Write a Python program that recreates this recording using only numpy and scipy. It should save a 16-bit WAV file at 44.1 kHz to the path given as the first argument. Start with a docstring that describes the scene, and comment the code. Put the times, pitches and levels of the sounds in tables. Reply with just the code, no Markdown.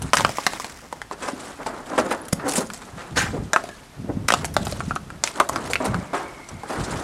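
"""A dry hillside trail, where a crew unloads rocks by hand close to the microphone.
Tossed stones clack on the pile: each impact excites heavily damped modes and cracks the grit.
Heavy rocks and boots thud and scuff in the dirt, and loose stones rub and trickle, their many
tiny contacts summing to noise. A brief hollow ringing follows some bumps and knocks.
Gusts buffet the microphone, faint whistles come and go, and the slope reflects a thin tail."""
import sys
import numpy as np
from scipy import signal
from scipy.fft import rfft, irfft, next_fast_len
from scipy.io import wavfile
from scipy.ndimage import uniform_filter1d

SR = 44100
rng = np.random.default_rng(int(sys.argv[2]) if len(sys.argv) > 2 else 0)


def generate_wav(sig):
    """Save sig (samples, or channels by samples) to the path in sys.argv[1] as 16-bit PCM at SR."""
    pcm = np.round(np.clip(np.atleast_2d(sig).T, -1, 1) * 32767).astype(np.int16)
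    wavfile.write(sys.argv[1], SR, pcm)


N = 310023
TIME = np.arange(N) / SR

# Noise spectra. Each row: frequency in Hz, relative spectral density in dB.
AIR_SPECTRUM = [(40, 11), (200, -13), (700, -1), (1500, -5.5), (9000, -15), (13000, -22), (14000, -45)]  # steady hillside air
BUFFET_SPECTRUM = [(15, -34), (35, -7), (70, 1), (140, 1), (240, -5.5), (400, -15), (900, -32), (3000, -77)]  # eddies on the microphone
RUB_SPECTRUM = [(60, -37), (140, -1), (270, 9.5), (450, 6), (650, 6.5), (1400, 3), (2000, -5), (3500, -30),
                (9000, -64)]  # loose stones rubbing
TRICKLE_SPECTRUM = [(1200, 10.5), (2200, 6.5), (5000, 3), (10500, 0), (13000, -11), (14200, -22)]  # grit running between stones
SAND_SPECTRUM = [(3000, 1.5), (6300, -1.5), (7600, 3.5), (8600, -0.5), (10000, -6.5), (13000, -38)]  # crushed sand
CHIP_SPECTRUM = [(2100, 7), (3800, -14), (5200, 3), (7500, -2), (15000, -16)]  # skittering chips
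GRIND_SPECTRUM = [(120, -4), (500, -8.5), (1050, -6), (1500, 1), (1900, -4.5), (2500, -11), (8000, -16.5),
                  (15000, -40)]  # rock rasping on rock
GRIT_SPECTRUM = [(700, 14), (1800, 9.5), (3500, 9), (6000, 13.5), (9000, 14), (12500, -2), (16000, -21)]  # crunching gravel
CRACK_SPECTRUM = [(1200, 7.5), (2200, 4), (3600, 0), (7000, -4), (10000, -8.5), (13000, -20.5),
                  (16000, -49)]  # the sharp edge of an impact
# Spectrum of a scuff's dull body. Each row: multiple of its pitch, relative density in dB.
DIRT_SPECTRUM = [(.1, -19.5), (.28, -9), (.4, 2), (.7, -1), (1.0, 2), (1.65, -3), (2.2, -8), (6.0, -27),
                 (14.0, -73)]
# Reverberation of the slope. Each row: frequency in Hz, time to fall 60 dB in seconds.
SLOPE_DECAY = [(200, 0.88), (1000, 0.19), (4000, 0.23), (9000, 0.17), (15000, 0.27)]
# Gusts. Each row: start in seconds, length in seconds, relative level in dB.
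GUSTS = [(-.02, 0.088, -27.5), (0.142, 0.14, -29), (1.972, 0.058, -38), (2.904, 0.078, -36.5),
         (3.091, 0.25, -28), (3.346, 0.1, -27.5), (3.959, 0.29, -29.5), (4.31, 0.36, -30.5),
         (4.555, 0.38, -30.5), (4.962, 0.236, -38.5), (5.477, 0.315, -36), (5.853, 0.13, -26),
         (6.501, 0.052, -31), (6.76, 0.066, -25), (6.873, 0.098, -29)]
# A tiny squeak and an airy whistle. Each row: start and length in seconds, pitch and width in Hz,
# level in dB.
WHISTLES = [(2.214, 0.0087, 10500, 463, -40), (5.794, 0.95, 2180, 170, -49)]
# Loose stones sliding. Each row: start and length in seconds, relative rubbing and grit levels in dB.
SLIDES = [(-.03, 0.093, -44, -45), (0.132, 0.4, -65, -43.5), (0.362, 0.36, -45.5, -47.5),
          (1.165, 0.35, -37.5, -46.5), (1.564, 0.21, -35.5, -50.5), (1.82, 0.34, -35, -46),
          (2.196, 0.16, -40, -58), (2.36, 0.25, -34, -54), (2.762, 0.7, -46, -54.5),
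          (3.604, 0.091, -43.5, -52), (4.308, 0.11, -34, -43), (4.566, 0.18, -42, -43.5),
          (4.747, 0.17, -58, -47.5), (5.217, 0.093, -40, -39.5), (5.332, 0.017, -22.5, -37.5),
          (5.479, 0.2, -33, -44.5), (5.798, 0.23, -36.5, -49), (6.06, 0.79, -43, -55),
          (6.656, 0.37, -32, -42)]
# Sand yielding under a weight. Each row: start in seconds, level in dB.
CRUNCHES = [(1.22, -36), (1.398, -40), (1.457, -46), (6.791, -39), (6.835, -34.5), (6.905, -36)]
# Low bumps. Each row: start in seconds, envelope peak in dB, pitch in Hz, ring time in seconds.
THUDS = [(0.041, -29, 150, 0.0075), (1.332, -22.5, 263, 0.0031), (2.33, -9.5, 170, 0.0022),
         (2.445, -25, 280, 0.015), (2.582, -19.5, 238, 0.0045), (4.17, -14.5, 212, 0.0024),
         (4.607, -21, 204, 0.0041), (4.879, -18.5, 214, 0.0029), (5.868, -22.5, 205, 0.0092),
         (5.896, -24.5, 130, 0.008), (5.947, -22, 174.5, 0.0098)]
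# Rocks and boots landing or dragging in dirt. Each row: start, rise and decay in seconds,
# body level in dB, body pitch in Hz, grit level in dB.
SCUFFS = [(.134, 0.00085, 0.013, -21, 1420, -23.5), (.166, 0.002, 0.044, -24.5, 1520, -28.5),
          (1.115, 0.0092, 0.016, -31, 840, -40.5), (1.214, 0.019, 0.049, -29, 875, -39.5),
          (1.272, 0.016, 0.0068, -22.5, 750, -33.5), (1.661, 0.00074, 0.022, -22.5, 685, -33),
          (1.925, 0.0081, 0.053, -28, 654, -50), (1.976, 0.0044, 0.022, -12, 687, -26.5),
          (2.049, 0.013, 0.011, -25, 553, -40), (2.105, 0.011, 0.013, -18, 920, -30),
          (2.325, 0.0063, 0.0018, -19, 1240, -15.5), (2.392, 0.0049, 0.0092, -30, 1030, -56),
          (2.444, 0.025, 0.04, -25, 525, -38.5), (2.479, 0.0037, 0.11, -40, 590, -27.5),
          (2.553, 0.0031, 0.024, -33, 725, -18.5), (2.579, 0.0023, 0.015, -19, 466, -25.5),
          (2.733, 0.0029, 0.036, -42, 1310, -34), (2.815, 0.0043, 0.02, -36.5, 1040, -44.5),
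          (2.972, 0.013, 0.057, -35.5, 1230, -50), (3.326, 0.021, 0.015, -24.5, 360, -73),
          (3.36, 0.0093, 0.028, -28, 386, -57), (4.081, 0.021, 0.011, -21, 315, -76),
          (5.694, 0.0088, 0.046, -28.5, 550, -32), (5.8, 0.0035, 0.11, -26.5, 666, -44),
          (5.843, 0.013, 0.0091, -21, 770, -26), (6.131, 0.006, 0.066, -21.5, 755, -38),
          (6.486, 0.0029, 0.012, -39, 800, -35.5), (6.69, 0.011, 0.045, -27, 660, -47)]
# Single bits of gravel snapping. Each row: start in seconds, level in dB.
SNAPS = [(.019, -28), (.152, -23.5), (2.252, -40), (2.283, -33.5), (2.486, -26.5), (2.535, -25),
         (2.606, -31), (4.2824, -18), (4.451, -25.5), (4.54, -32.5), (4.651, -32.5), (4.677, -36),
         (4.712, -34.5), (4.953, -36.5), (5.489, -24)]
# Brief hollow, low ringing after some bumps and knocks. Each row: start in seconds, level in dB,
# lowest mode in Hz, 60 dB decay in seconds.
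HOLLOW_RINGS = [(1.98, -16.5, 247.6, 0.16), (3.534, -18.5, 632, 0.13), (5.411, -21, 423, 0.049),
                (5.802, -25.5, 253.5, 0.33)]
# Modes of the hollow ringing. Each row: multiple of the lowest frequency, relative level in dB.
HOLLOW_MODES = [(1.0, 2), (2.51, 0.5), (9.3, -24)]
# Hard stones clinking. Each row: start in seconds, level in dB, pitch in Hz, 60 dB decay in seconds.
CLINKS = [(.134, -11.5, 5500, 0.015), (0.248, -13, 4680, 0.01), (.2487, -10, 2900, 0.0094),
          (3.533, -10.5, 6540, 0.013), (3.534, -20, 1720, .03), (3.689, -41, 1700, 0.31),
          (4.3038, -11, 1920, .016), (4.909, -15, 1365, 0.027), (4.961, -16.5, 1340, 0.025),
          (5.238, -8, 6730, 0.016)]
# Stone striking stone. Each row: start in seconds, knock peak in dB, pitch in Hz, crack level in dB.
CLACKS = [(0.1333, -1.5, 1110, -12.5), (0.1421, -5.5, 1270, -21), (.17, -6, 1600, -14),
          (.184, -14, 1500, -22.5), (0.197, -9.5, 1080, -26), (0.207, -10, 915, -21.5),
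          (0.2483, 1.5, 1224, -22.5), (0.2925, -15.5, 684, -28), (0.384, -8.5, 1007, -31),
          (0.466, -3.5, 1880, -18.5), (.466, -3, 1075, -15.5), (0.534, -19.5, 910, -29.5),
          (0.5988, -17, 1156, -28.5), (.645, -22.5, 845, -28), (0.9265, -15.5, 924, -34),
          (1.017, -16.5, 1650, -34.5), (1.112, -16, 1010, -37), (2.702, -26.5, 1490, -30.5),
          (3.533, -3, 1690, -19), (3.5614, 2.5, 1360, -27), (3.6388, -20.5, 680, -36),
          (3.6896, -26, 670, -37), (4.0998, -24, 705, -86), (4.286, -9.5, 1040, -14),
          (4.3038, -3, 1380, -19), (4.322, -11.5, 600, -15.5), (4.3385, -0.5, 1260, -15),
          (4.4453, -17, 770, -23), (4.5657, -5.5, 1400, -22), (4.566, -6.5, 663, -19.5),
          (4.6688, -17.5, 715, -27), (4.724, -19.5, 605, -28.5), (4.805, -12, 1260, -35),
          (4.909, -11, 1295, -42), (4.9608, -11.5, 1300, -30), (5.103, -24, 1420, -38.5),
          (5.238, -14.5, 1124, -16), (5.275, -13, 2340, -27.5), (5.4, -8, 1140, -17),
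          (5.4027, 2, 1235, -20.5), (5.4076, -10, 950, -28), (5.4109, -5.5, 1120, -43),
          (5.4944, -9, 1030, -53), (5.5599, -10, 1140, -23.5), (5.734, -16, 2200, -17.5),
          (5.756, -3.5, 2300, -29), (5.944, -11, 1390, -33.5), (6.634, -21, 870, -42)]
# Modes of a stone and the gaps around it. Each row: multiple of the knock pitch, relative level in dB,
# factor on the ring time.
STONE_MODES = [(.27, -12.5, 1.54), (.57, -11, 1.82), (1.0, 2, 1.09), (1.9, -16, 1.03)]


def amp(db):
    """Amplitude grows tenfold for every 20 dB."""
    return 10 ** (np.asarray(db) / 20)


def unit_rms(x):
    """Division by the rms gives a signal unit power."""
    return x / np.sqrt(np.mean(x ** 2) + 1e-20)


def curve_at(points, hz):
    """Interpolation on a log-frequency axis reads a curve between its points."""
    point_hz, values = np.transpose(points)
    return np.interp(np.log(hz + 1e-6), np.log(point_hz), values)


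def add(mix, start, sound):
    """Superposition: a sound adds to the mix from its start in seconds."""
    part = mix[max(round(start * SR), 0):][:len(sound)]
    part += sound[:len(part)]


def colour(x, spectrum, pitch=1):
    """Filtering imposes a spectrum, shifted by pitch and rolled off below its first point, at rms 1."""
    size = next_fast_len(len(x))
    hz = np.fft.rfftfreq(size, 1 / SR) / pitch
    gain = amp(curve_at(spectrum, hz)) * np.minimum(hz / spectrum[0][0], 1) ** 2
    return unit_rms(irfft(rfft(x, size) * gain, size)[:len(x)])


def shaped(x, envelope):
    """Amplitude modulation, scaled so that the result has the energy of the envelope."""
    return x * envelope * np.linalg.norm(envelope) / np.linalg.norm(x * envelope)


def swell(start, length_s, rise_s, fade_s, t=TIME):
    """An envelope rises linearly, holds to the end of its length and decays exponentially."""
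    return np.clip((t - start) / rise_s, 0, 1) * np.exp(-np.maximum(t - start - length_s, 0) / fade_s)


def pulse(t, peak_s):
    """A critically damped response rises to 1 and dies away."""
    return t / peak_s * np.exp(1 - t / peak_s)


def ring(t, hz, ring_s, order):
    """A heavily damped mode peaks at ring_s and soon dies; a higher order starts more gently."""
    return pulse(t, ring_s) ** order * np.sin(2 * np.pi * hz * t)


def flutter(t, per_s, depth_db):
    """Random modulation: a gain wanders between normally distributed levels."""
    knots = np.arange(0, t[-1] + 1, 1 / per_s)
    return amp(depth_db * np.interp(t, knots, rng.standard_normal(4096)[:len(knots)]))


def grains(count, per_s, spread_db, hiss):
    """Shot noise: independent impulses of uneven size, over a smooth hiss."""
    size = amp(spread_db * np.minimum(rng.exponential(1, count), 4))
    polarity = np.sign(rng.standard_normal(count))
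    occurs = rng.random(count) < per_s / SR
    return unit_rms(polarity * size * occurs) + hiss * rng.standard_normal(count)


def patchy(x, depth_db=3.5):
    """Grain size sets timbre, so the spectrum of mixed gravel shifts from moment to moment."""
    frames = signal.stft(x, nperseg=256)[2]
    patches = uniform_filter1d(rng.standard_normal(frames.shape), size=5, axis=0)
    patches = unit_rms(uniform_filter1d(patches, size=4, axis=1))
    return unit_rms(signal.istft(frames * amp(depth_db * patches), nperseg=256)[1][:len(x)])


def bounce(x, share_db):
    """Reflection from the hard ground sends a copy a few milliseconds behind the direct sound."""
    lag = round(rng.uniform(0.0033, .0058) * SR)
    return x + amp(share_db) * np.pad(x, (lag, 0))[:len(x)]


def scatter(x, share_db, decay_s):
    """Scattering from nearby surfaces adds a quick spray of echoes."""
    t = np.arange(len(x)) / SR
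    echoes = rng.standard_normal(len(t)) * np.exp(-t / decay_s) * (t > .0025)
    return x + amp(share_db) * signal.fftconvolve(x, echoes / np.linalg.norm(echoes))[:len(x)]


def slope(x, rise_s=0.012):
    """Diffuse reflection from brush and rock faces returns a tail whose lows last longest."""
    hz, t, frames = signal.stft(rng.standard_normal(SR), SR, nperseg=256)
    decay = amp(-60 * t / curve_at(SLOPE_DECAY, hz)[:, None])
    tail = signal.istft(frames * decay, SR, nperseg=256)[1]
    tail *= np.minimum(np.arange(len(tail)) / SR / rise_s, 1)
    return signal.fftconvolve(x, tail / np.linalg.norm(tail))[:N]


def wind(air_db=-50):
    """Turbulence: eddies press on the microphone one by one, over faint steady air."""
    eddies = colour(grains(N, per_s=130, spread_db=1.5, hiss=0.86), BUFFET_SPECTRUM)
    local_power = uniform_filter1d(eddies ** 2, SR // 20) + 1e-6
    eddies = unit_rms(eddies / local_power ** (1 / 3))  # eddies within a gust are alike in strength
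    breeze_power = amp(-49) ** 2
    gust_power = sum((amp(db) * swell(start, length_s, rise_s=0.045, fade_s=0.031)) ** 2
                     for start, length_s, db in GUSTS)
    air = amp(air_db) * colour(rng.standard_normal(N), AIR_SPECTRUM)
    return amp(-2.5) * eddies * np.sqrt(breeze_power + gust_power) + air


def whistles():
    """Narrow-band noise is heard as a fuzzy tone; each one swells and fades."""
    out = np.zeros(N)
    for start, length_s, hz, width_hz, db in WHISTLES:
        t = np.arange(0, length_s, 1 / SR)
        band = np.exp(-((np.fft.rfftfreq(N, 1 / SR) - hz) / width_hz) ** 2)
        tone = irfft(rfft(rng.standard_normal(N)) * band, N)[:len(t)]
        tone = unit_rms(tone * flutter(t, per_s=14.2, depth_db=3.0))
        add(out, start, amp(db) * tone * np.sin(np.pi * t / length_s) ** .5)
    return out


def debris(start=0.11, db=-42.0):
    """Many small collisions merge into a hiss as chips skitter down after the first rocks land."""
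    chips = colour(grains(N, per_s=900, spread_db=4.5, hiss=.5), CHIP_SPECTRUM)
    chips = unit_rms(chips * flutter(TIME, per_s=110, depth_db=4.5))
    return amp(db) * chips * swell(start, length_s=0.46, rise_s=0.052, fade_s=0.21)


def pebbles(decay_s=0.0061):
    """A Poisson process: stray pebbles tick independently, each with a brief crack."""
    t = np.arange(SR // 50) / SR
    hits = abs(grains(N, per_s=60, spread_db=4.0, hiss=0))
    ticks = signal.oaconvolve(hits, np.exp(-t / decay_s))[:N]
    return colour(ticks * rng.standard_normal(N), CRACK_SPECTRUM)


def unrest(settle_s=0.22):
    """Dissipation: each knock gives the pile energy that drains away; its root is the amplitude."""
    energy = np.zeros(N)
    for start, knock_db, *_ in CLACKS:
        add(energy, start, amp([knock_db]) ** 2)
    return np.sqrt(signal.lfilter([1], [1, -np.exp(-2 / (settle_s * SR))], energy))


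def shifting_pile():
    """Friction makes stones rub in fits and starts while grit trickles between them in clumps."""
    rub = colour(grains(N, per_s=900, spread_db=3.0, hiss=1.0), RUB_SPECTRUM)
    rub *= flutter(TIME, per_s=35, depth_db=3.8)
    trickle = 0
    for pitch in (.9, 1.0):  # coarse and fine grit come and go on their own
        stream = colour(grains(N, per_s=2000, spread_db=4.2, hiss=1.0), TRICKLE_SPECTRUM, pitch)
        trickle += stream * flutter(TIME, per_s=87, depth_db=5.0)
    sand = colour(grains(N, per_s=900, spread_db=5.0, hiss=0.5), SAND_SPECTRUM)
    sand *= flutter(TIME, per_s=120, depth_db=4.5)
    slide_rub = slide_grit = 0
    for start, length_s, rub_db, grit_db in SLIDES:
        motion = swell(start, length_s, rise_s=0.052, fade_s=0.053)
        slide_rub = np.hypot(slide_rub, amp(rub_db) * motion)
        slide_grit = np.hypot(slide_grit, amp(grit_db) * motion)
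    # Sliding, settling after knocks and a constant faint stir add in power.
    settling = unrest()
    rub_gain = np.hypot(slide_rub, np.hypot(amp(-57) * settling, amp(-50)))
    grit_gain = np.hypot(slide_grit, np.hypot(amp(-49.5) * settling, amp(-67.5)))
    grit = amp(1.0) * patchy(trickle) + amp(-10) * pebbles()
    return unit_rms(rub) * rub_gain + grit * grit_gain + amp(-4) * patchy(sand) * slide_grit


def crunches():
    """Sand yields under a shifting load in soft puffs of noise."""
    out, t = np.zeros(N), np.arange(SR // 10) / SR
    for start, db in CRUNCHES:
        sand = patchy(colour(rng.standard_normal(len(t)), SAND_SPECTRUM))
        add(out, start, amp(db) * sand * pulse(t, peak_s=0.0071))
    return out


def thuds():
    """Heavy damping leaves only a brief low bump, as of a weight meeting the ground or a dull buffet of wind."""
    out, t = np.zeros(N), np.arange(SR // 5) / SR
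    for start, db, hz, ring_s in THUDS:
        add(out, start, amp(db) * ring(t, hz, ring_s, order=1))
    return out


def grind(start=3.156, rise_s=0.024, decay_s=0.047, db=-16.0):
    """Sliding friction: one rock rasps hard across another and stops."""
    out, t = np.zeros(N), np.arange(SR // 3) / SR
    press = swell(0, rise_s, rise_s, decay_s, t)
    rasp = patchy(colour(grains(len(t), per_s=3800, spread_db=1.0, hiss=1.0), GRIND_SPECTRUM))
    add(out, start, amp(db) * press * bounce(rasp, share_db=-10.5))
    return out


def scuffs(normal_grit_db=-33.5):
    """Compaction: a weight presses into the dirt with a dull rush, and gravel gives way in clumps."""
    out, t = np.zeros(N), np.arange(SR // 3) / SR
    for start, rise_s, decay_s, body_db, hz, grit_db in SCUFFS:
        press = swell(0, rise_s, rise_s, decay_s, t)
        body = colour(grains(len(t), per_s=1600, spread_db=-2.5, hiss=0.18), DIRT_SPECTRUM, hz)
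        pitch = amp(0.047 * (grit_db - normal_grit_db))  # harder crushing makes finer, brighter grit
        grit = colour(grains(len(t), per_s=1700, spread_db=4.5, hiss=0.4), GRIT_SPECTRUM, pitch)
        grit = patchy(grit) * flutter(t, per_s=208, depth_db=3.0)
        scuff = amp(body_db) * shaped(body, press) + amp(grit_db) * shaped(grit, press ** 1.32)
        add(out, start, bounce(scuff, share_db=-8.5))
    return out


def snaps():
    """Brittle fracture: a bit of gravel gives way in a burst of tiny cracks."""
    out, t = np.zeros(N), np.arange(SR // 20) / SR
    for start, db in SNAPS:
        burst = colour(grains(len(t), per_s=2500, spread_db=4, hiss=.5), GRIT_SPECTRUM, pitch=1.11)
        add(out, start, amp(db) * shaped(patchy(burst), np.sqrt(pulse(t, peak_s=0.0021))))
    return out


def hollow_rings(rise_s=0.0028):
    """Resonance: a few decaying modes give a brief hollow, low ringing after some bumps and knocks."""
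    out, t = np.zeros(N), np.arange(SR // 4) / SR
    for start, db, hz, t60 in HOLLOW_RINGS:
        modes = sum(amp(mode_db) * np.sin(2 * np.pi * hz * ratio * t) for ratio, mode_db in HOLLOW_MODES)
        envelope = (1 - np.exp(-t / rise_s)) * amp(db - 60 * t / t60)
        add(out, start, scatter(modes * envelope, share_db=-42, decay_s=0.018))
    return out


def clinks(count=9):
    """Beating: the closely spaced modes of a hard stone interfere as they die."""
    out, t = np.zeros(N), np.arange(SR // 2) / SR
    for start, db, hz, t60 in CLINKS:
        half_width_hz = 27.9 * (hz / 1000) ** 2
        offsets = 2 * (np.arange(count) + rng.random(count)) / count - 1
        cycles = np.outer(t, hz + half_width_hz * offsets) + rng.random(count)
        cluster = np.sin(2 * np.pi * cycles).sum(1)
        envelope = np.minimum(t * hz / 2, 1) * amp(-60 * t / t60)
        add(out, start, amp(db) * shaped(cluster, envelope))
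    return out


def clacks():
    """Impact excitation: each contact cracks the grit and drives damped modes in a hollow knock."""
    out, t = np.zeros(N), np.arange(SR // 10) / SR
    crush = (1 - np.exp(-t / 0.000043)) * (np.exp(-t / 0.0013) + amp(-30.0) * np.exp(-t / 0.017))
    for start, knock_db, hz, crack_db in CLACKS:
        ring_s = 1.014 / hz * amp(-0.083 * knock_db)  # about one cycle, longer for a soft knock
        knock = sum((-1) ** k * amp(db) * ring(t, hz * ratio, ring_s * hold, order=2)
                    for k, (ratio, db, hold) in enumerate(STONE_MODES))
        crack = colour(rng.standard_normal(len(t)), CRACK_SPECTRUM) * crush
        blow = amp(knock_db) * knock / abs(knock).max() + amp(crack_db) * crack / crack[t < .0035].std()
        add(out, start, scatter(bounce(blow, share_db=-12.5), share_db=-7.0, decay_s=0.0049))
    return out


def scene():
    """Pressures from all sources add at one microphone, the same in both channels."""
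    blows = clacks() + clinks() + snaps() + hollow_rings() + scuffs() + grind() + thuds()
    tail = amp(-14.5) * slope(blows)
    mono = blows + tail + shifting_pile() + crunches() + debris() + whistles() + wind()
    return np.array([mono, mono])


def record(dry):
    """Saturation rounds the hardest knocks near full scale; a low-pass filter limits the band."""
    ceiling, cutoff_hz = .95, 16000
    rounded = dry / (1 + (dry / ceiling) ** 6) ** (1 / 6)
    lowpass = signal.firwin(255, cutoff_hz, window=("kaiser", 9), fs=SR)
    return signal.oaconvolve(rounded, lowpass[None], "same")


dry = scene()
out = record(dry)
generate_wav(out)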